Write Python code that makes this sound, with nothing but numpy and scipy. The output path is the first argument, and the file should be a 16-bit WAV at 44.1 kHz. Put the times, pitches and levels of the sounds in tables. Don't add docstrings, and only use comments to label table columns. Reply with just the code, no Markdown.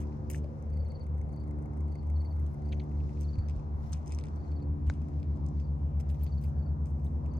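import sys
import numpy as np
from scipy import signal
from scipy.fft import rfft, irfft, next_fast_len
from scipy.io import wavfile
from scipy.ndimage import uniform_filter1d

SR = 44100
rng = np.random.default_rng(int(sys.argv[2]) if len(sys.argv) > 2 else 0)


def magnitude_from_level(level_db):
    exponent = np.asarray(level_db, float) / 20
    return 10 ** exponent


def materialize(psi):
    bounded = np.clip(np.atleast_2d(psi).T, -1, 1)
    quanta = np.round(bounded * 32767).astype(np.int16)
    wavfile.write(sys.argv[1], SR, quanta)


N = 325899
T = np.arange(N) / SR
M = next_fast_len(N + 4096)
HZ = np.arange(M // 2 + 1) * SR / M + 1e-3


def times(length_s):
    return np.arange(int(length_s * SR)) / SR


def follow(table, t=T):
    return np.interp(t, *np.transpose(table))


def walk(rate):
    steps = np.repeat(rng.standard_normal(int(N / SR * rate) + 2), 8)
    steps = uniform_filter1d(steps, 8)
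    return 1.91 * np.interp(T, np.arange(len(steps)) / 8 / rate, steps)


def band(x, lo_hz, hi_hz):
    edges = [lo_hz, min(hi_hz, SR * .45)]
    return signal.sosfilt(signal.butter(3, edges, "band", fs=SR, output="sos"), x)


def unit(x):
    return x / np.sqrt(np.mean(x ** 2))


def ports(x, pan_db, lag):
    return np.array([np.roll(x, lag) * magnitude_from_level(pan_db / 2), x * magnitude_from_level(-pan_db / 2)])


def add(out, s, x):
    i = int(s * SR)
    n = min(x.shape[1], N - i)
    out[:, i:i + n] += x[:, :n]


# (frequency [Hz], left phase [rad], left minus right [dB])
SHADOW = [(280, 0, 0.5), (1040, -3, 3.5), (2000, -4.5, 3.5), (3200, -5.5, 1), (4330, -5.5, 6.5),
          (4500, -4, 5), (6130, -11.5, 6.5), (6960, -10.5, 1.3), (7760, -17.5, 0), (12000, -26, 4),
          (15600, -33, -2)]


def shadow():
    hz, phase, db = np.transpose(SHADOW)
    return magnitude_from_level(np.interp(HZ, hz, db)) * np.exp(1j * np.interp(HZ, hz, phase))


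# (frequency [Hz], spectral density [dB per Hz])
ROAR = [(20, -93), (30, -87.5), (50, -64.5), (100, -63.5), (190, -72), (330, -78.5), (600, -84),
        (950, -88.5), (1250, -96), (1600, -104), (2200, -109.5), (3300, -121), (6000, -123), (9000, -128),
        (15000, -141)]
# (frequency [Hz], share [0-1])
ALIKE = [(60, .95), (150, 0.58), (300, 0.28), (700, 0.12), (2000, 0.87), (8000, 0.03)]
# (time [s], level [dB])
SWELL = [(0.0, -56.5), (0.82, -57), (1.58, -57), (7.0, -57.5), (7.39, -55.5)]


def roar():
    octave = np.log2(HZ)
    roar_hz, density_db = np.transpose(ROAR)
    alike_hz, alike = np.transpose(ALIKE)
    colour = magnitude_from_level(np.interp(octave, np.log2(roar_hz), density_db)) * np.sqrt(SR / 2)
    share = np.clip(np.interp(octave, np.log2(alike_hz), alike), 0, 1)
    common, left, right = rfft(rng.standard_normal((3, M)))
    side = shadow()
    coherent = np.sqrt(share) * common * np.array([side, np.ones_like(side)])
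    separate = np.sqrt(1 - share) * np.array([left * abs(side), right])
    pair = colour * (coherent + separate)
    swell_db = follow(SWELL)
    swell_db = swell_db - swell_db.mean()
    out = 0
    for centre in np.arange(4, 15, .5):
        part = np.clip(1 - 2 * abs(octave - centre), 0, 1)
        swell_share = np.exp(-((centre - 9.8) / 3.1) ** 2)
        flicker_db = 1.2 * walk(6) + 3.5 * (centre > 13.7) * walk(22)
        out = out + magnitude_from_level(swell_share * swell_db + flicker_db) * irfft(pair * part, M)[:, :N]
    return out


def drifts():
    moan_db = np.interp(T, [0, .6, 1.3, 1.8], [-73.0, -57.0, -60.5, -82.0])
    moan = unit(band(rng.standard_normal(N), 470, 560)) * magnitude_from_level(moan_db)
    gust_db = -54 - 14 * (T - 4.1) ** 2 + 6 * walk(11)
    return moan + magnitude_from_level(gust_db) * unit(band(rng.standard_normal((2, N)), 25, 120))


# (time [s], level [dB])
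JET = [(0, -74), (.45, -74), (.8, -86), (3.2, -85.5), (3.45, -67), (3.7, -89), (4.25, -90), (4.5, -72),
       (4.75, -88), (5.5, -81), (5.85, -92), (6.3, -82), (6.6, -70), (6.85, -87.5), (7.39, -76)]


def jet():
    return unit(band(rng.standard_normal((2, N)), 950, 1750)) * magnitude_from_level(follow(JET))


# (start [Hz], fall [Hz], stroke [s], echo delay [s], echo [dB], level [dB],
# left minus right [dB], first gap [s], growth of each gap [s], opening stroke [dB])
NEAR_CRICKET = (4590, 470, .024, .013, -16, -.5, 4.3, .0432, .0058, -6)
FAR_CRICKET = (4630, 400, .023, .0245, -8, -4, 8.5, .033, .0014, -11)
# (time [s], strokes [count], peak [dB], last stroke [dB])
NEAR_CHIRPS = [
    (.8584, 4, -59.5, -1.5),
    (2.1595, 4, -60.5, -3),
    (3.241, 4, -60.5, -1.5),
    (4.47, 4, -66.5, -1.5),
    (6.228, 4, -63.5, -1),
]
FAR_CHIRPS = [
    (.697, 4, -65, 2.5),
    (1.303, 4, -64, 0),
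    (1.885, 4, -65.5, 0.5),
    (2.619, 4, -65.5, -4),
    (3.355, 4, -66, -3),
    (4.333, 4, -69.5, -1),
    (5.577, 4, -67, -15.5),
    (6.557, 4, -69, 2.5),
    (7.28, 4, -67.5, 2),
]


def cricket(chirps, voice):
    hz, fall_hz, length, echo_s, echo_db, trim_db, pan_db, gap, stretch, opening_db = voice
    opening_drop_hz, tail_db, tail_t60_s = 130, -12, 0.14
    swell_db = [opening_db, -1.5, 0, 0, 0]
    out, t = np.zeros((2, N)), times(.09)
    progress = np.clip(t / length, 0, 1)
    shape = np.sin(np.pi * progress ** .95) ** 1.2
    chances = rng.standard_normal((len(chirps), 5, 2))
    for (s, strokes, db, last_db), chance in zip(chirps, chances):
        strokes = round(strokes)
        for k in range(strokes):
            start_hz = hz + 30 * chance[k, 0] - opening_drop_hz * (k == 0)
            glide = start_hz - fall_hz * progress ** 2.3
            stroke = shape * np.sin(2 * np.pi * np.cumsum(glide) / SR)
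            echoes = np.roll(stroke, int(echo_s * SR)) + .4 * np.roll(stroke, int(2.4 * echo_s * SR))
            stroke = stroke + magnitude_from_level(echo_db) * echoes
            stroke_db = db + trim_db + swell_db[k] + last_db * (k == strokes - 1) + chance[k, 1]
            start = s + k * gap + stretch * k * (k - 1) / 2 - .0055
            add(out, start, ports(magnitude_from_level(stroke_db) * stroke, pan_db, 10))
    t = times(.1)
    tail = rng.standard_normal((2, len(t))) * magnitude_from_level(-60 * t / tail_t60_s) * (t > .004)
    tail = tail / np.sqrt(np.sum(tail ** 2) / 2)
    return out + magnitude_from_level(tail_db) * signal.fftconvolve(out, tail, axes=1)[:, :N]


def grains(rate, scatter_db):
    hits = (rng.random(N) < rate / SR) * magnitude_from_level(scatter_db * rng.exponential(size=N))
    return unit(rng.standard_normal(N) * (1 + signal.lfilter([1], [1, -.97], hits)))


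# (from [s], to [s], 1.4-3 kHz [dB], 5.8-9.6 kHz [dB], 7.1-12 kHz [dB])
SCUFFS = [(0, 0.03, -68, -68, -73), (0.299, 0.316, -63, -62, -52.5), (0.327, 0.387, -67, -62.5, -71.5),
          (2.722, 2.734, -61, -75, -94), (3.208, 3.241, -74, -74, -84), (3.92, 3.929, -67, -63, -74.5),
          (3.943, 3.949, -64, -84, -89.5), (3.956, 3.996, -77, -79, -88.5), (4.064, 4.302, -78, -91, -105),
          (4.863, 4.967, -72.5, -79, -100), (5.999, 6.003, -68.5, -70, -68),
          (6.095, 6.123, -71.5, -77, -78.5), (6.199, 6.307, -76.5, -90, -90),
          (6.412, 6.498, -79.5, -77.5, -78.5), (6.859, 6.91, -81.5, -79, -83),
          (7.043, 7.082, -85, -82, -81)]


def scuffs():
    grit = grains(610, 2.4)
    bands_hz = [(1400, 3050), (5800, 9600), (7100, 12000)]
    layers = [unit(band(grit, *edges)) for edges in bands_hz]
    drag = np.zeros(N)
    for start, end, *levels in SCUFFS:
        span = slice(int(start * SR), int((end + 0.024) * SR))
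        gate = np.interp(T[span], [start, start + 0.0022, end, end + 0.015], [0.28, 1.54, 0.59, 0.05])
        drag[span] += gate * sum(magnitude_from_level(db) * layer[span] for db, layer in zip(levels, layers))
    return ports(drag, -1.2, 0)


# (time [s], 2-8 kHz level [dB])
CLOTH = [(0.0, -75), (0.66, -83), (0.9, -89), (1.09, -91.5), (1.83, -91), (2.7, -78), (3.07, -71),
         (3.38, -71.5), (3.6, -74), (3.72, -84), (3.87, -69), (4.03, -77.5), (4.15, -74), (4.3, -75),
         (4.45, -75.5), (4.67, -87), (5.45, -78), (5.6, -72.5), (5.76, -96), (5.99, -90), (6.25, -74),
         (6.48, -77.5), (6.83, -97.5), (7.39, -90)]


def cloth():
    rub = unit(band([grains(180, 2.8) for port in "LR"], 1800, 7200))
    return rub * magnitude_from_level(follow(CLOTH) - 5.5 + walk(11))


# (time [s], pitch [Hz], level [dB])
SQUEAKS = [
    [(2.25, 10560, -87), (2.35, 11960, -84.5), (2.41, 12200, -82), (2.47, 13500, -82), (2.53, 11400, -83),
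     (2.6, 11200, -99)],
    [(3.76, 11200, -88), (3.85, 12060, -86), (3.92, 11700, -84), (3.99, 12000, -95)],
]


def squeaks():
    out = 0
    for table in SQUEAKS:
        s, hz, db = np.transpose(table)
        pitch = np.interp(T, s, hz) + 450 * walk(400)
        level = magnitude_from_level(np.interp(T, s, db, -200, -200) + 1.8 * walk(120))
        out = out + level * np.sin(2 * np.pi * np.cumsum(pitch) / SR)
    return ports(out, -1.2, 0)


# (time [s], peak [dB], frequency [Hz])
THUDS = [
    (3.383, -20.5, 92),
    (3.502, -49, 75),
    (3.568, -27.5, 61.6),
    (3.801, -57, 83.4),
    (4.032, -38, 89),
    (4.698, -26.5, 79),
    (4.875, -21, 74),
]
# (time [s], peak [dB], frequency [Hz])
HEEL = (0.4465, -40.5, 587)


def thuds():
    out, t = np.zeros((2, N)), times(.08)
    sway_hz, sway_db = 44.6, -17
    sway = np.sin(np.pi * t / t[-1]) ** 2 * np.sin(2 * np.pi * sway_hz * t)
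    for s, db, hz in THUDS + [HEEL]:
        push = t / max(0.76 / hz, .003)
        rock = push * np.exp(1 - push) * np.sin(2 * np.pi * hz * t)
        add(out, s - .004, ports(magnitude_from_level(db - 1.5) * rock, .5, 0))
        if hz < 200:
            add(out, s - .01, ports(magnitude_from_level(db + sway_db) * sway, 0, 0))
    return out


# (time [s], frequency [Hz], t60 [s], level [dB])
RINGS = [(.345, 1780, 0.023, -46), (.442, 5040, .012, -70), (3.929, 1266, 0.05, -55),
         (4.185, 1150, 0.019, -54), (4.119, 2450, .04, -66), (4.938, 2310, .04, -69.5),
         (5.998, 387, .05, -49), (6.113, 10830, .04, -68), (6.232, 11900, .04, -52),
         (6.436, 2380, 0.083, -63.5), (6.437, 4730, 0.1, -68), (6.44, 11320, .05, -66),
         (6.452, 2560, 0.049, -68), (7.046, 3200, .03, -68), (7.066, 3710, .03, -65.5),
         (7.253, 2570, 0.054, -70)]


def rings():
    out, t = np.zeros((2, N)), times(0.076)
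    noises = rng.standard_normal((len(RINGS), len(t)))
    for (s, hz, t60, db), noise in zip(RINGS, noises):
        rough = 1 + 8.2 * uniform_filter1d(noise, size=60)
        envelope = np.clip(t / 0.00083, 0, 1) * magnitude_from_level(db - 60 * t / t60)
        add(out, s, ports(rough * envelope * np.sin(2 * np.pi * hz * t), 1.5, 0))
    return out


def cracks(table, bands_hz, ring_s, tail_db, pans_db):
    out, t = np.zeros((2, N)), times(0.036)
    noise = rng.standard_normal((len(table), len(t)))
    snap = 2.5 * np.sqrt(8) * (np.arange(len(t)) == int(.0015 * SR))
    attack = np.clip(t / 0.0018, 0, 1) ** 2
    decay = np.exp(-np.maximum(t - .0012, 0) / ring_s) + magnitude_from_level(tail_db) * np.exp(-t / 0.013)
    bursts = (noise + snap) * attack * decay
    parts = [band(bursts, *edges) for edges in bands_hz]
    first = int(0.0026 * SR)
    for k, (s, *levels) in enumerate(table):
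        mix = sum(magnitude_from_level(db) * p[k] / p[k, :first].std() for db, p in zip(levels, parts))
        add(out, s - .0017, ports(mix, pans_db[k], 0))
    return out


# (time [s], low [dB], middle [dB], top [dB], left minus right [dB])
KNOCKS = [
    (2.7224, -61, -56.5, -79, -4),
    (2.727, -51, -59, -68, 2),
    (2.7307, -56, -64, -70, 5),
    (2.745, -81, -81, -72, 1),
    (2.7977, -65, -58.5, -81, 5),
    (2.8016, -57, -61, -82, 1),
    (2.8078, -72, -74, -82, 0),
    (2.818, -71, -74, -82, 3),
    (4.8996, -61, -51, -74, 4.5),
]
# (from [Hz], to [Hz])
KNOCK_BANDS_HZ = [(2100, 3040), (3300, 4360), (5900, 6700)]
SLAM_BANDS_HZ = [(1100, 2500), (3700, 6600), (8400, 15900)]


def knocks():
    small = cracks(KNOCKS[:-1], KNOCK_BANDS_HZ, 0.0015, -28, np.array(KNOCKS)[:, -1])
    return small + cracks(KNOCKS[-1:], SLAM_BANDS_HZ, 0.00051, -18.5, [8.0])


# (frequency [Hz], t60 [s], level [dB])
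CASE = [(547, 0.0088, -30.5), (850, 0.01, -35.5), (1505, 0.012, -30.5), (2200, 0.0075, -33.5),
        (4050, .004, -53), (4900, 0.0036, -54)]


def case():
    out, t = np.zeros((2, N)), times(.03)
    ring = 0
    for k, (hz, t60, db) in enumerate(CASE):
        ring = ring + (-1) ** k * magnitude_from_level(db - 60 * t / t60) * np.sin(2 * np.pi * hz * t)
    add(out, KNOCKS[-1][0] - .0006, ports(ring * np.clip(t / 0.00046, 0, 1), 5.1, 0))
    return out


# (share of the turn [0-1], level [dB], low ring [dB])
TICKS = [
    (0, 0, 3),
    (0.517, -6, 4),
    (0.721, -11, -2),
    (0.774, -5.5, 2),
    (.813, -7, -0.5),
]
# (time [s], level [dB])
MOTOR = [(.45, -101), (.62, -63), (1.5, -60), (2.7, -62.5), (3.0, -68.5), (3.3, -74)]
# (frequency [Hz], t60 [s], level [dB])
CASING = [(2100, 0.027, -0.5), (6370, 0.014, -7.5), (8000, 0.0088, -9), (8930, 0.011, -3),
          (11900, 0.0066, -9)]


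def motor():
    turn_s, turns, snap_db = .14765, 19, 1
    out, t = np.zeros((2, N)), times(.03)
    noise = rng.standard_normal((turns * len(TICKS), len(t)))
    snaps = iter(band(noise * np.exp(-t / .002), 5200, 10000))
    for start in .4765 + turn_s * np.arange(turns):
        for share, db, dull_db in TICKS:
            chance = rng.standard_normal((len(CASING), 3))
            ring = magnitude_from_level(snap_db) * next(snaps)
            for (hz, t60, mode_db), c in zip(CASING, chance):
                level = magnitude_from_level(mode_db + 1.9 * c[0] + dull_db * (hz < 5000))
                ring = ring + level * magnitude_from_level(-60 * t / t60) * np.sin(2 * np.pi * hz * (1 + c[1] / 45) * t)
            ring = ring * (1 + 0.43 * uniform_filter1d(rng.standard_normal(len(t)), size=4))
            s = start + share * turn_s + 0.00064 * chance[0, 2]
            level = magnitude_from_level(db + follow(MOTOR, s))
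            add(out, s, ports(ring * np.clip(t / 0.00083, 0, 1) * level, -1.5, 0))
    return out


# (time [s], 1.9-2.7 kHz
# [dB], 3.1-5 kHz [dB], 5.4-8.7 kHz [dB], 10.6-15.6 kHz [dB])
CRACKS = [(0.0249, -78.5, -86, -78, -80.5), (0.0364, -66, -87, -84, -83.5),
          (0.1222, -68, -90, -93.0, -99.5), (0.3013, -54, -74, -48, -50.5), (0.3138, -67.0, -77, -54, -52),
          (0.3472, -52, -80, -64, -64.5), (2.9159, -71, -87, -88, -82.5), (3.0042, -66, -76, -85, -88.5),
          (3.093, -68, -82, -76, -90.5), (3.1733, -68, -77.0, -90.0, -97), (3.2047, -75, -76.0, -66, -82.5),
          (3.2107, -78, -80, -58.5, -65), (3.2187, -74, -72, -64, -70), (3.2327, -72, -81.5, -65, -81.5),
          (3.3569, -65, -78, -75, -88), (3.3863, -64, -69, -67.5, -95), (3.4861, -63, -67, -63, -87.5),
          (3.4971, -63, -65, -64, -82), (3.5095, -68, -70, -75, -99.0), (3.5639, -72, -74, -72, -90.5),
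          (3.5963, -72, -83, -75, -92), (3.8408, -70, -74, -77, -90), (3.9361, -66, -57.5, -51.5, -71),
          (4.0613, -76, -78.0, -64, -80), (4.0732, -73, -79.5, -61, -89.5), (4.0787, -72, -82, -56, -75.5),
          (4.1067, -68.5, -75, -66, -82.5), (4.1137, -62, -69, -79, -100.0), (4.1221, -57, -61, -51, -81.5),
          (4.1266, -64, -71, -58, -81), (4.1381, -62, -71, -66, -76.5), (4.1486, -75.5, -75, -54.5, -76),
          (4.188, -56.5, -57.5, -55, -82), (4.1995, -64.5, -77.5, -65, -99.5),
          (4.2389, -59.5, -61, -61, -82), (4.2513, -66, -81.0, -76.5, -95), (4.2568, -70, -75, -65, -100),
          (4.2693, -71, -69, -66.5, -95.5), (4.2853, -70, -71, -69, -92.5),
          (4.3691, -76, -83, -84.5, -81.5),
          (4.449, -72, -83, -88, -97), (4.5162, -76, -77, -72.5, -87.5),
               (4.5243, -71, -85, -86, -100.5), (4.5952, -75, -83, -82, -95.5),
               (4.6035, -77, -75, -96, -101.5), (4.627, -76, -79, -75, -97),
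               (4.939, -77, -69.5, -69, -87.5), (5.018, -75, -77, -73, -90.5),
               (5.0858, -72, -79.5, -72.5, -81.5), (5.137, -73, -78, -84, -91.5),
               (5.2013, -71.5, -79, -73.5, -103.0), (5.2307, -64, -65.5, -74, -89.5),
               (5.2445, -74, -81, -93, -106.0), (5.4645, -79, -74, -62.5, -85.5),
               (5.487, -86, -88, -65, -90), (5.5999, -70, -73, -69, -90.5), (6.0014, -76, -74, -62.5, -73),
               (6.006, -66.5, -79, -66, -74), (6.0102, -71, -72, -64, -74), (6.092, -81, -71, -67, -71.5),
               (6.1016, -77, -65.5, -70, -84.5), (6.1152, -84.0, -76, -77, -70),
               (6.1455, -70, -73, -72, -79), (6.1999, -80, -84, -79.5, -76.5),
               (6.2114, -75, -80, -74.5, -77.0), (6.2216, -83.5, -82, -78, -68),
               (6.236, -79, -72.0, -74, -56.5), (6.243, -77, -72.5, -65, -59.5),
               (6.266, -65, -64, -69, -79.5), (6.385, -79.0, -80, -75, -77.5),
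               (6.4149, -84.0, -92, -85.5, -70), (6.4249, -84, -80, -79, -75),
               (6.4403, -71, -71.5, -68.5, -62), (6.8584, -71, -76, -65, -83),
               (6.8692, -75, -77.5, -74, -76), (7.039, -84, -84, -85, -77.5), (7.048, -79, -83, -69.5, -69),
               (7.262, -70, -90, -71, -81.5), (7.3378, -73, -80, -71, -87), (7.371, -72, -90, -68.5, -91.5),
          (1.402, -84.5, -84, -75, -85.5), (2.465, -87, -73, -68, -87), (.321, -64, -76, -70, -67),
          (.443, -68, -73, -75, -93), (3.93, -75.5, -57.5, -54, -74), (3.9325, -70, -57, -48, -75),
          (4.067, -82, -78, -70, -88), (4.095, -80, -78, -63, -91), (4.153, -80, -78, -70, -92),
          (4.212, -70, -66, -73, -91), (4.361, -84, -84, -69.5, -88.5), (4.867, -81, -73, -77.5, -84.5),
          (5.362, -88, -88, -75, -93), (5.373, -81, -78, -76, -95), (6.158, -84, -83, -84, -75.5),
          (6.997, -76.5, -87, -81, -83)]
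# (from [Hz], to [Hz])
GRIT_BANDS_HZ = [(1900, 2660), (3100, 5000), (5400, 8700), (10600, 15600)]


def grit():
    stones = CRACKS
    pans_db = -0.5 + rng.standard_normal(len(stones))
    return cracks(stones, GRIT_BANDS_HZ, 0.00023, -23.5, pans_db)


# (time [s], level [dB], overtone tilt [dB per octave])
SLOWING = [(0, -39, 2.5), (.39, -44, 4.5), (.78, -44, 0.5), (1.17, -37, -2), (1.56, -39, 2),
           (1.94, -38, 0.5), (2.33, -40, 0), (2.719, -36.5, 1), (3.111, -33.5, -1), (3.89, -38, -2.5),
           (4.279, -42.5, -1), (4.67, -38, 0.5), (5.06, -41, 0.5), (5.45, -34.5, -0.5), (5.83, -33.5, -4),
           (6.219, -33.5, -3.5), (7.39, -36, -2)]
RISING = [(0, -46, 2), (.39, -41, -2), (.78, -34.5, -5), (1.56, -48, -8.5), (1.94, -36, -16),
          (2.33, -32, -25.5), (2.58, -40.5, -19), (2.72, -39.5, -16), (3.5, -42.5, -10), (3.889, -43, -1.5),
          (4.67, -34.5, -6), (5.059, -37.5, -0.5), (5.83, -37, -3), (6.22, -36.5, -3), (7, -36, -1.5),
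          (7.39, -39.5, 2.5)]
# (time [s], frequency [Hz])
SLOWING_RATE = [(0, 73.82), (1.94, 73.69), (2.33, 73.61), (3.11, 73.33), (3.5, 73.3), (3.89, 73.2),
                (4.28, 72.82), (4.67, 72.21), (5.06, 71.69), (5.45, 71.37), (6.22, 70.94), (6.61, 70.57),
                (7.39, 69.57)]
RISING_RATE = [(0, 76.35), (.78, 76.41), (1.17, 76.48), (1.56, 76.63), (2.33, 77.08), (2.72, 77.1),
               (3.11, 77.18), (3.89, 77.74), (4.28, 77.97), (5.45, 78.68), (5.83, 78.86), (7.39, 79.18)]
SLOWING_TONES_DB = [0, -7, -12.5, -17.5, -21, -32, -31]
RISING_TONES_DB = [1, -8.5, -14.5, -28, -41.5]
# (frequency [Hz], width [Hz], lift [dB])
STANDING = [(288.2, 2.4, 7), (141.2, 1.3, 4)]


def propeller(rate, carry, tones_db, pan_db, lead, flutter_db, wander):
    s, level_db, tilt_db = np.transpose(carry)
    hz = follow(rate)
    turn = 2 * np.pi * (.33 + np.cumsum(hz) / SR)
    out, side = 0, np.array([[.5], [-.5]])
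    for order, tone_db in enumerate(tones_db, 1):
        db = np.interp(T, s, tone_db + level_db + tilt_db * np.log2(order))
        for at, width, lift_db in STANDING:
            db = db + lift_db * np.exp(-.5 * ((order * hz - at) / width) ** 2)
        flutter = flutter_db * order ** .5 * walk(9)
        gain = magnitude_from_level(db + flutter + side * (pan_db + 0.44 * walk(0.94)))
        drift = (wander * walk(1.5) + 2.08) * (order - 1) + 0.045 * order * walk(12)
        out = out + np.sqrt(2) * gain * np.cos(order * turn + drift + side * lead * order)
    return out


def scene():
    far = roar() + drifts() + jet()
    far = far + cricket(NEAR_CHIRPS, NEAR_CRICKET) + cricket(FAR_CHIRPS, FAR_CRICKET)
    near = scuffs() + cloth() + squeaks() + motor() + grit()
    near[0] = irfft(rfft(near[0], M) * shadow(), M)[:N]
    ahead = thuds() + rings() + knocks() + case()
    slowing = propeller(SLOWING_RATE, SLOWING, SLOWING_TONES_DB,
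                        pan_db=0.29, lead=0.19, flutter_db=0.4, wander=0.38)
    rising = propeller(RISING_RATE, RISING, RISING_TONES_DB,
                       pan_db=1.3, lead=0.069, flutter_db=0.77, wander=0.35)
    return far + near + ahead + slowing + rising


# (frequency [Hz], width [Hz], level [dB])
MIC = [(10300, 230, -7.5), (13950, 420, -12.5), (3040, 1900, 0.12), (15150, 400, 5), (9630, 110, 7)]


def band_limit(x):
    return signal.sosfilt(signal.butter(12, 16520, fs=SR, output="sos"), x)


def record(dry):
    colour_db = -60 * (HZ > 15850)
    for hz, width, db in MIC:
        colour_db = colour_db + db * np.exp(-.5 * ((HZ - hz) / width) ** 2)
    padded = np.pad(dry, ((0, 0), (2048, 2048)), "reflect")
    sound = irfft(rfft(padded, M) * magnitude_from_level(colour_db), M)[:, 2048:2048 + N]
    fade = np.clip((N / SR - T) / 0.0034, 0, 1)
    return band_limit(sound * fade)


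dry = scene()
out = record(dry)
materialize(out)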